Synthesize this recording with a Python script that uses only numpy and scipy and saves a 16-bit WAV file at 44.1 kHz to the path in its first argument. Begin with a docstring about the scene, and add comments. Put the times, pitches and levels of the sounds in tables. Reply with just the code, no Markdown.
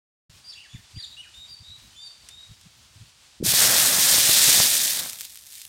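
"""A palm grove with a wood fire: small birds whistle among the trees as filtered noise rustles and rumbles.
Soft puffs of air bump the microphone as brief low swings, and dry twigs snap underfoot as sharp pulses.
Then water slaps onto a hot iron griddle: coloured noise and random clicks make the hiss of steam and the boil,
low noise makes the flames roar and flare, steam pockets knock, and drops spit as the plate dries."""
import sys
import numpy as np
from scipy import signal
from scipy.fft import rfft, irfft, next_fast_len
from scipy.io import wavfile

SR = 44100
rng = np.random.default_rng(int(sys.argv[2]) if len(sys.argv) > 2 else 0)


def log_audio(samples):
    """Write samples as a 16-bit WAV file to the path given in sys.argv[1]."""
    # one column per channel
    frames = np.atleast_2d(samples).T
    # limit to full scale, then quantise
    limited = np.clip(frames, -1, 1)
    pcm = np.round(limited * 32767).astype(np.int16)
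    wavfile.write(sys.argv[1], SR, pcm)


N = 250488
TIME = np.arange(N) / SR

# Colour of the rustling leaves. Each row: frequency in Hz, relative level in dB.
LEAF_SPECTRUM = [(200, -15), (320, -7.5), (420, -11.5), (900, -5.5), (2000, -5.5), (3200, -1), (4600, -0.5),
                 (6500, -4.5), (9000, -7), (10200, -14), (12500, -17.5), (14000, -37), (15800, -32)]
# Colour of the breeze on the microphone. Each row: frequency in Hz, relative level in dB.
BREEZE_SPECTRUM = [(25, -26), (55, 1.5), (95, 1), (150, -6.5), (240, -12.5), (400, -29)]
# Puffs of air on the microphone. Each row: centre in seconds, peak in dB, half length in seconds.
AIR_PUFFS = [(.301, -42.5, 0.0038), (.752, -32, .011), (.797, -47, 0.016), (.949, -41.5, .01),
             (.975, -31.5, 0.011), (1.615, -44, .013), (1.703, -48.5, 0.026), (2.514, -41, 0.019),
             (2.668, -45.5, 0.011), (2.97, -43.5, .012), (3.019, -39, 0.015)]
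# Peeps that rise and level off. Each row: start in seconds, length in seconds, pitch approached in Hz,
# level in dB before swell and flutter, roughness from 0 to 1.
PEEPS = [(0.552, 0.085, 2880, -48.5, 0.75), (0.692, 0.078, 3560, -51.5, 0.34), (1.08, 0.077, 3925, -49, 0),
         (1.169, 0.046, 2943, -40.5, 0.14), (1.338, 0.13, 3800, -45, 0.25), (1.632, .135, 3915, -45.5, 0.3),
         (1.9, 0.095, 3140, -60, .15), (1.961, .125, 3685, -45.5, .15), (2.298, 0.142, 3813, -47, 0.13)]
# High, arched whistles. Each row: start in seconds, length in seconds, top pitch in Hz,
# level in dB before swell and flutter.
WHISTLES = [(0.438, 0.077, 4780, -37), (0.485, .028, 5320, -40), (0.947, 0.071, 4764, -35.5),
            (1.472, .08, 4736, -37.5), (1.994, 0.089, 4710, -37.5)]
# Quick slurs, nearly all downwards. Each row: start in seconds, length in seconds, first pitch in Hz,
# last pitch in Hz, level in dB before swell and flutter.
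SLURS = [(0.518, 0.026, 4730, 3370, -43.5), (0.521, .03, 3460, 1810, -57), (.631, 0.042, 2650, 1587, -52.5),
         (0.731, .04, 3260, 1860, -55.5), (0.959, .036, 2560, 3800, -48), (.963, 0.049, 2680, 1750, -54),
         (0.996, 0.018, 4440, 3350, -43.5), (1.024, 0.028, 4480, 3580, -35), (1.126, .026, 3900, 3170, -55),
         (1.207, 0.0072, 3070, 3010, -43), (1.229, 0.019, 2680, 2430, -49), (1.243, 0.04, 2080, 1364, -59)]
# Strength of a note's overtones by where they fall. Each row: frequency in Hz, level against the note in dB.
OVERTONES = [(3000, -20), (5700, -24), (7000, -6.5), (7800, -24.5), (8700, -15), (9600, -22.5),
             (11000, -26.5), (14500, -44)]
# Dry twigs underfoot. Each row: start in seconds, peak in dB.
TWIG_SNAPS = [(2.288, -30), (2.612, -40)]
# The thrown water slaps down. Each row: centre in seconds, peak in dB, half length in seconds.
WATER_SLAPS = [(3.404, -28, 0.0017), (3.412, -22.5, .002), (3.428, -16.5, 0.0018), (3.443, -26, .012),
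               (3.462, -26, .003), (3.486, -28, 0.016)]
# Rush of steam off the plate. Each row: time in seconds, level in dB before STEAM_GAIN_DB.
STEAM_FLOW = [(3.44, -22), (3.46, -23), (3.52, -18), (3.53, -26), (3.55, -18), (3.67, -17), (3.69, -21),
              (3.76, -18), (3.92, -21), (4.05, -18), (4.13, -18.5), (4.51, -16), (4.97, -27.5),
              (5.17, -44.5), (5.2, -43), (5.45, -52.5), (5.59, -43.5), (5.68, -53.5)]
# Colour of the steam before the hearth and the treble tilt. Each row: frequency in Hz, relative level in dB.
STEAM_SPECTRUM = [(710, -19.5), (1200, -30.5), (1430, -16.5), (1750, -6), (2170, -5.5), (2940, -3),
                  (3680, 1), (4060, 1), (8830, 0.5), (10300, -3), (12900, -3.5), (15100, -6.5),
                  (15800, -12.5)]
# Resonances of the plate and its stone hearth. Each row: centre in Hz, width in Hz,
# level against the direct sound in dB.
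HEARTH_RESONANCES = [(1890, 250, -17.5), (3560, 240, -14), (5300, 1200, -21.5), (9000, 670, -14)]
# Vigour of the boil, which also fans the flames. Each row: time in seconds, level in dB before drying and gains.
BOIL_VIGOUR = [(3.55, -38.5), (3.62, -28.5), (4.34, -35.5), (4.62, -32.5), (4.63, -36.5), (4.88, -43.5),
               (5.02, -42.5), (5.34, -65), (5.62, -66)]
# Colour of the boil. Each row: frequency in Hz, relative level in dB.
BOIL_SPECTRUM = [(200, -3), (400, -7), (560, 2), (800, -0.5), (1100, -1), (1700, 2.5), (2400, -5),
                 (4000, -29.5)]
# Colour of the flames. Each row: frequency in Hz, relative level in dB.
FLAME_SPECTRUM = [(25, -44), (60, -3.5), (110, 4), (200, 2), (350, -5), (600, -24.5)]
# Steam pockets popping under the water. Each row: start in seconds, peak of the knock in dB.
STEAM_POPS = [(3.522, -25), (3.538, -16.5), (3.985, -22.5), (4.142, -19.5), (4.183, -17), (4.294, -14.5),
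              (4.48, -20), (4.489, -18), (4.578, -22.5), (4.602, -13), (5.209, -51)]
# The loudest bursting drops. Each row: start in seconds, peak in dB.
LOUD_SPITS = [(3.591, -10), (3.834, -11), (3.951, -8), (4.82, -18), (4.88, -21), (5.098, -16), (5.132, -16),
              (5.188, -20), (5.209, -14), (5.216, -18), (5.251, -19), (5.255, -25), (5.357, -24),
              (5.374, -23.5), (5.467, -28.5), (5.575, -29), (5.617, -21), (5.652, -21.5)]

GROVE_START_S, SPLASH_S, WET_S = 0.296, 3.432, 0.034  # the griddle swells in over WET_S
LEAVES_DB, BREEZE_DB = -55.5, -64.0  # before their drifts and the drop at the splash
# A puff has its pitch in Hz at the half length PUFF_S; shorter ones are higher by the power PUFF_SHRINK.
PUFF_HZ, SLAP_HZ, POP_PUFF_HZ = 124, 147, 110
PUFF_S, PUFF_SHRINK = 0.00948, 0.305
PEEP_RISE, PEEP_SETTLE = 0.065, 2.7  # share of the pitch climbed; how early it levels off
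WHISTLE_ARCH, WHISTLE_FLICK = 0.021, 0.037  # share by which both ends sag; share dropped in a last flick
WHISTLE_ROUGH = 0.12  # 0 to 1
SLUR_EASE, SLUR_ROUGH_PER_OCTAVE = 1.8, 1.2  # bend of the slide; wider sweeps are rougher
FLUTTER_DB, FLUTTER_HZ = 4, 74  # depth (spread) at full roughness; corner of the drift
STEAM_GAIN_DB, BOIL_GAIN_DB, FLAME_GAIN_DB = 1.5, 0, -10
# Above full flow the top of the hiss lags by TREBLE_LOSS dB per dB.
TREBLE_DB, TREBLE_LOSS, FULL_FLOW_DB = 2.5, 0.37, -21
# Vapour bursts thin out as the film dries; BURST_DB is their level against smooth steam.
WET_BURSTS_PER_S, DRY_BURSTS_PER_S, FILM_DRIES_S, BURST_DB = 5500, 900, 4.6, 4.5
DRYING_S, DRY_OUT_S, DRY_OUT_DB = 5.05, 0.12, 6.5  # start, length and depth of the boil's fade
FLARE_S, FLARE_LENGTH_S, FLARE_DB = 3.665, 0.027, 4  # the flames leap up once
POP_PUFF_DB, POP_PUFF_S = -11, 0.0047  # puff against its knock; its half length
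# Small spits on the drying plate: largest peak above the steam curve, and the range below that.
STRAY_SPITS_PER_S, STRAY_SPIT_DB, STRAY_SPREAD_DB = 36, 11, 2
CUTOFF_HZ = 15900


def from_db(db):
    """Turn decibels into gain."""
    return 10 ** (np.asarray(db) / 20)


def rms_one(x):
    """Scale to rms 1."""
    return x / np.sqrt(np.mean(x ** 2) + 1e-20)


def curve(rows):
    """Draw a curve of times and levels through every sample."""
    seconds, levels = np.transpose(rows)
    return np.interp(TIME, seconds, levels)


def ramp(start, length):
    """Rise from 0 to 1."""
    return np.clip((TIME - start) / length, 0, 1)


def drift(corner_hz):
    """Slow random wander with rms 1: noise through two equal low-pass poles, at a twentieth of the rate."""
    pole = np.exp(-40 * np.pi * corner_hz / SR)
    noise = rng.standard_normal(N // 20 + 4002)
    slow = signal.lfilter([1], [1, -2 * pole, pole * pole], noise)[4000:]  # skip the filter's run-in
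    return np.interp(np.arange(N) / 20, np.arange(len(slow)), rms_one(slow))


def band(x, low_hz, high_hz):
    """Causal band-pass."""
    sos = signal.butter(2, [low_hz, min(high_hz, 0.45 * SR)], "band", fs=SR, output="sos")
    return signal.sosfilt(sos, x + 1e-18)


def colour(x, spectrum):
    """Give a steady sound a spectrum, drawn over log frequency; rms 1."""
    hz, db = np.transpose(spectrum)
    size = next_fast_len(N)
    bins = np.maximum(np.fft.rfftfreq(size, 1 / SR), 1)
    gain = from_db(np.interp(np.log(bins), np.log(hz), db))
    gain = gain * np.minimum(bins / hz[0], 1) ** 2  # roll off below the first point
    return rms_one(irfft(rfft(x, size) * gain, size)[:N])


def bursts(per_s, spread_db):
    """Random clicks of uneven size, balanced in power as their rate changes; rms 1."""
    sizes = from_db(spread_db * np.minimum(rng.exponential(1, N), 4)) * rng.choice([-1, 1], N)
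    fires = rng.random(N) < per_s / SR
    return rms_one(fires * sizes / np.sqrt(per_s))


def cracks(rows, tail_db, tail_s, low_hz, high_hz):
    """Each crack is one sharp pressure pulse with a short, decaying noise spatter, band-passed."""
    out, t = np.zeros(N), TIME[:SR // 12]
    for s, db in rows:
        spatter = from_db(tail_db) * rng.standard_normal(len(t)) * np.exp(-t / tail_s)
        crack = band((t == 0) + spatter, low_hz, high_hz)
        crack = from_db(db) * crack / np.abs(crack).max()
        at = int(s * SR)
        out[at:at + len(t)] += crack[:N - at]
    return out


def grove():
    """Leaves rustle faintly over a lumpy rumble of breeze, both noise with drifting levels."""
    leaves = from_db(LEAVES_DB + 1.03 * drift(8.7)) * colour(rng.standard_normal(N), LEAF_SPECTRUM)
    gust_db = 3.5 * drift(9)
    breeze = from_db(BREEZE_DB + gust_db) * colour(rng.standard_normal(N), BREEZE_SPECTRUM)
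    return leaves + breeze


def puffs(rows, pitch_hz):
    """A puff is a swell of a few slow, uneven pressure swings; short ones are higher."""
    out, wobble = np.zeros(N), np.tanh(drift(120))
    for s, db, half_s in rows:
        span = slice(int((s - 4 * half_s) * SR), int((s + 4 * half_s) * SR))
        hz = pitch_hz * (PUFF_S / half_s) ** PUFF_SHRINK
        uneven_hz = hz * np.exp(0.47 * wobble[span])
        phase = 2 * np.pi * (rng.random() + np.cumsum(uneven_hz) / SR)
        envelope = np.exp(-((TIME[span] - s) / half_s) ** 2)
        out[span] += from_db(db) * envelope * np.sin(phase)
    return out


def whistle(s, length, pitch, db, rough, swell=0.22, grow_db=4):
    """One note with two overtones on a pitch contour over 0-1; it grows louder and trembles if rough."""
    out, span = np.zeros(N), slice(int(s * SR), int((s + length) * SR))
    u = np.linspace(0, 1, span.stop - span.start)
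    hz = pitch(u) * (1 + 0.067 * rough * drift(390)[span])
    phase = 2 * np.pi * np.cumsum(hz) / SR
    tone = np.sin(phase)
    for k in (2, 3):
        overtone_db = np.interp(k * hz, *np.transpose(OVERTONES))
        tone += from_db(overtone_db) * np.sin(k * phase)
    flutter_db = FLUTTER_DB * rough * drift(FLUTTER_HZ)[span]
    level = from_db(db + grow_db * (u - 1) + flutter_db)
    envelope = np.abs(np.sin(np.pi * u)) ** swell
    out[span] = level * np.sqrt(2) * envelope * tone
    return out


def trees(x, t60, wet_db):
    """Trunks and leaves scatter many faint echoes, which fade by 60 dB in t60 seconds."""
    t = TIME[:SR]
    sparse = rng.standard_normal(SR) * (rng.random(SR) < 0.03)
    echoes = sparse * from_db(-60 * t / t60) * (t > 0.008)
    echoes = echoes / np.sqrt(np.sum(echoes ** 2))
    return x + from_db(wet_db) * signal.fftconvolve(x, echoes)[:N]


def birds():
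    """Three kinds of note among the trees, each set by its pitch contour: peeps, whistles and slurs."""
    song = np.zeros(N)
    for s, length, hz, db, rough in PEEPS:
        rise = lambda u: hz * (1 - PEEP_RISE * np.exp(-PEEP_SETTLE * u))
        song += whistle(s, length, rise, db, rough, swell=0.2, grow_db=3.5)
    for s, length, hz, db in WHISTLES:
        arch = lambda u: hz * (1 - WHISTLE_ARCH * (2 * u - 1) ** 2 - WHISTLE_FLICK * u ** 8)
        song += whistle(s, length, arch, db, WHISTLE_ROUGH, swell=0.32, grow_db=15)
    for s, length, start, end, db in SLURS:
        slide = lambda u: end + (start - end) * (1 - u) ** SLUR_EASE
        rough = SLUR_ROUGH_PER_OCTAVE * abs(np.log2(start / end))
        song += whistle(s, length, slide, db, rough)
    return trees(song, t60=0.52, wet_db=-3.0)


def twigs():
    """Dry twigs snap underfoot: a pulse with a strong, short spatter."""
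    return cracks(TWIG_SNAPS, tail_db=1, tail_s=0.0041, low_hz=2380, high_hz=9800)


def slaps():
    """Thrown water slaps down, pushing out short low swings of pressure."""
    return puffs(WATER_SLAPS, SLAP_HZ)


def hearth(x):
    """Plate and stone ring broadly: two-pole resonances added to the direct sound."""
    out = x
    for hz, width, db in HEARTH_RESONANCES:
        r = np.exp(-np.pi * width / SR)
        feed = np.array([1, 0, -1]) * (1 - r * r) / 2
        back = [1, -2 * r * np.cos(2 * np.pi * hz / SR), r * r]
        out = out + from_db(db) * signal.lfilter(feed, back, x)
    return out


def sputter(x, patchy_db, rate):
    """Jets of different sizes come and go, so each half octave flickers on its own; rms 1."""
    size = next_fast_len(N)
    whole = rfft(x, size)
    bins = np.maximum(np.fft.rfftfreq(size, 1 / SR), 1)
    place = np.clip(2 * np.log2(bins / 1000), 0, 8)  # half octaves above 1 kHz
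    out = np.zeros(N)
    for k in range(9):
        share = np.maximum(1 - np.abs(place - k), 0)
        out += irfft(whole * share, size)[:N] * from_db(patchy_db * drift(rate))
    return rms_one(out)


def boil_level():
    """Vigour of the boil in dB, fading as the plate dries."""
    return curve(BOIL_VIGOUR) - DRY_OUT_DB * ramp(DRYING_S, DRY_OUT_S)


def sizzle():
    """Tiny vapour bursts crackle inside the rush of steam; larger bubbles boil lower down."""
    flow_db = curve(STEAM_FLOW)
    per_s = WET_BURSTS_PER_S * (DRY_BURSTS_PER_S / WET_BURSTS_PER_S) ** ramp(FILM_DRIES_S, 0.8)
    share = from_db(BURST_DB)
    spray = (rng.standard_normal(N) + share * bursts(per_s, spread_db=3.0)) / np.sqrt(1 + share ** 2)
    steam = sputter(hearth(colour(spray, STEAM_SPECTRUM)), patchy_db=1.0, rate=22)

    top = signal.sosfiltfilt(signal.butter(2, 9500, "high", fs=SR, output="sos"), steam)
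    treble_db = TREBLE_DB - TREBLE_LOSS * np.maximum(flow_db - FULL_FLOW_DB, 0)
    steam = steam + top * (from_db(treble_db) - 1)

    bubbles = rng.standard_normal(N) + 0.63 * bursts(per_s / 4, spread_db=5.0)
    boil_db = boil_level() + BOIL_GAIN_DB + 0.4 * drift(11)
    boil = from_db(boil_db) * colour(bubbles, BOIL_SPECTRUM)
    surge_db = 0.68 * drift(45)  # water meets hot iron in quick surges
    return from_db(surge_db) * (from_db(flow_db + STEAM_GAIN_DB) * steam + boil)


def fire():
    """Flames flutter as a low noise roar, fanned by the boil, and flare up soon after the splash."""
    flare_db = FLARE_DB * np.exp(-((TIME - FLARE_S) / FLARE_LENGTH_S) ** 2)
    level_db = boil_level() + FLAME_GAIN_DB + flare_db + 0.45 * drift(11)
    return from_db(level_db) * colour(rng.standard_normal(N), FLAME_SPECTRUM)


def pops():
    """A steam pocket opens with a dull knock and pushes out a puff of air."""
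    knocks = cracks(STEAM_POPS, tail_db=-24.5, tail_s=0.0023, low_hz=129, high_hz=1060)
    pushed = [(s, db + POP_PUFF_DB, POP_PUFF_S) for s, db in STEAM_POPS]
    return knocks + puffs(pushed, POP_PUFF_HZ)


def spits():
    """Drops burst sharply; on the drying plate small ones spit at random, fading with the steam."""
    born = (rng.random(N) < STRAY_SPITS_PER_S / SR) & (TIME > DRYING_S)
    stray_db = curve(STEAM_FLOW) + STRAY_SPIT_DB - STRAY_SPREAD_DB * rng.random(N)
    drops = list(LOUD_SPITS) + list(zip(TIME[born], stray_db[born]))
    return cracks(drops, tail_db=-20.5, tail_s=0.0019, low_hz=2370, high_hz=14500)


def scene():
    """The grove first, then the griddle; leaves and breeze drop 5 dB just before the splash."""
    air = grove() * ramp(GROVE_START_S, 0.0011) * from_db(-5 * ramp(3.39, 0.018))
    air = air + puffs(AIR_PUFFS, PUFF_HZ)
    life = birds() + twigs()
    griddle = slaps() + (sizzle() + fire()) * ramp(SPLASH_S, WET_S) + pops() + spits()
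    return (air + life + griddle)[None]


def record(dry):
    """Round the highest peaks by soft saturation and cut the top with a steep low-pass."""
    rounded = np.tanh(dry)
    low_pass = signal.ellip(12, 0.1, 85, CUTOFF_HZ, fs=SR, output="sos")
    return signal.sosfilt(low_pass, rounded)


dry = scene()
out = record(dry)
log_audio(out)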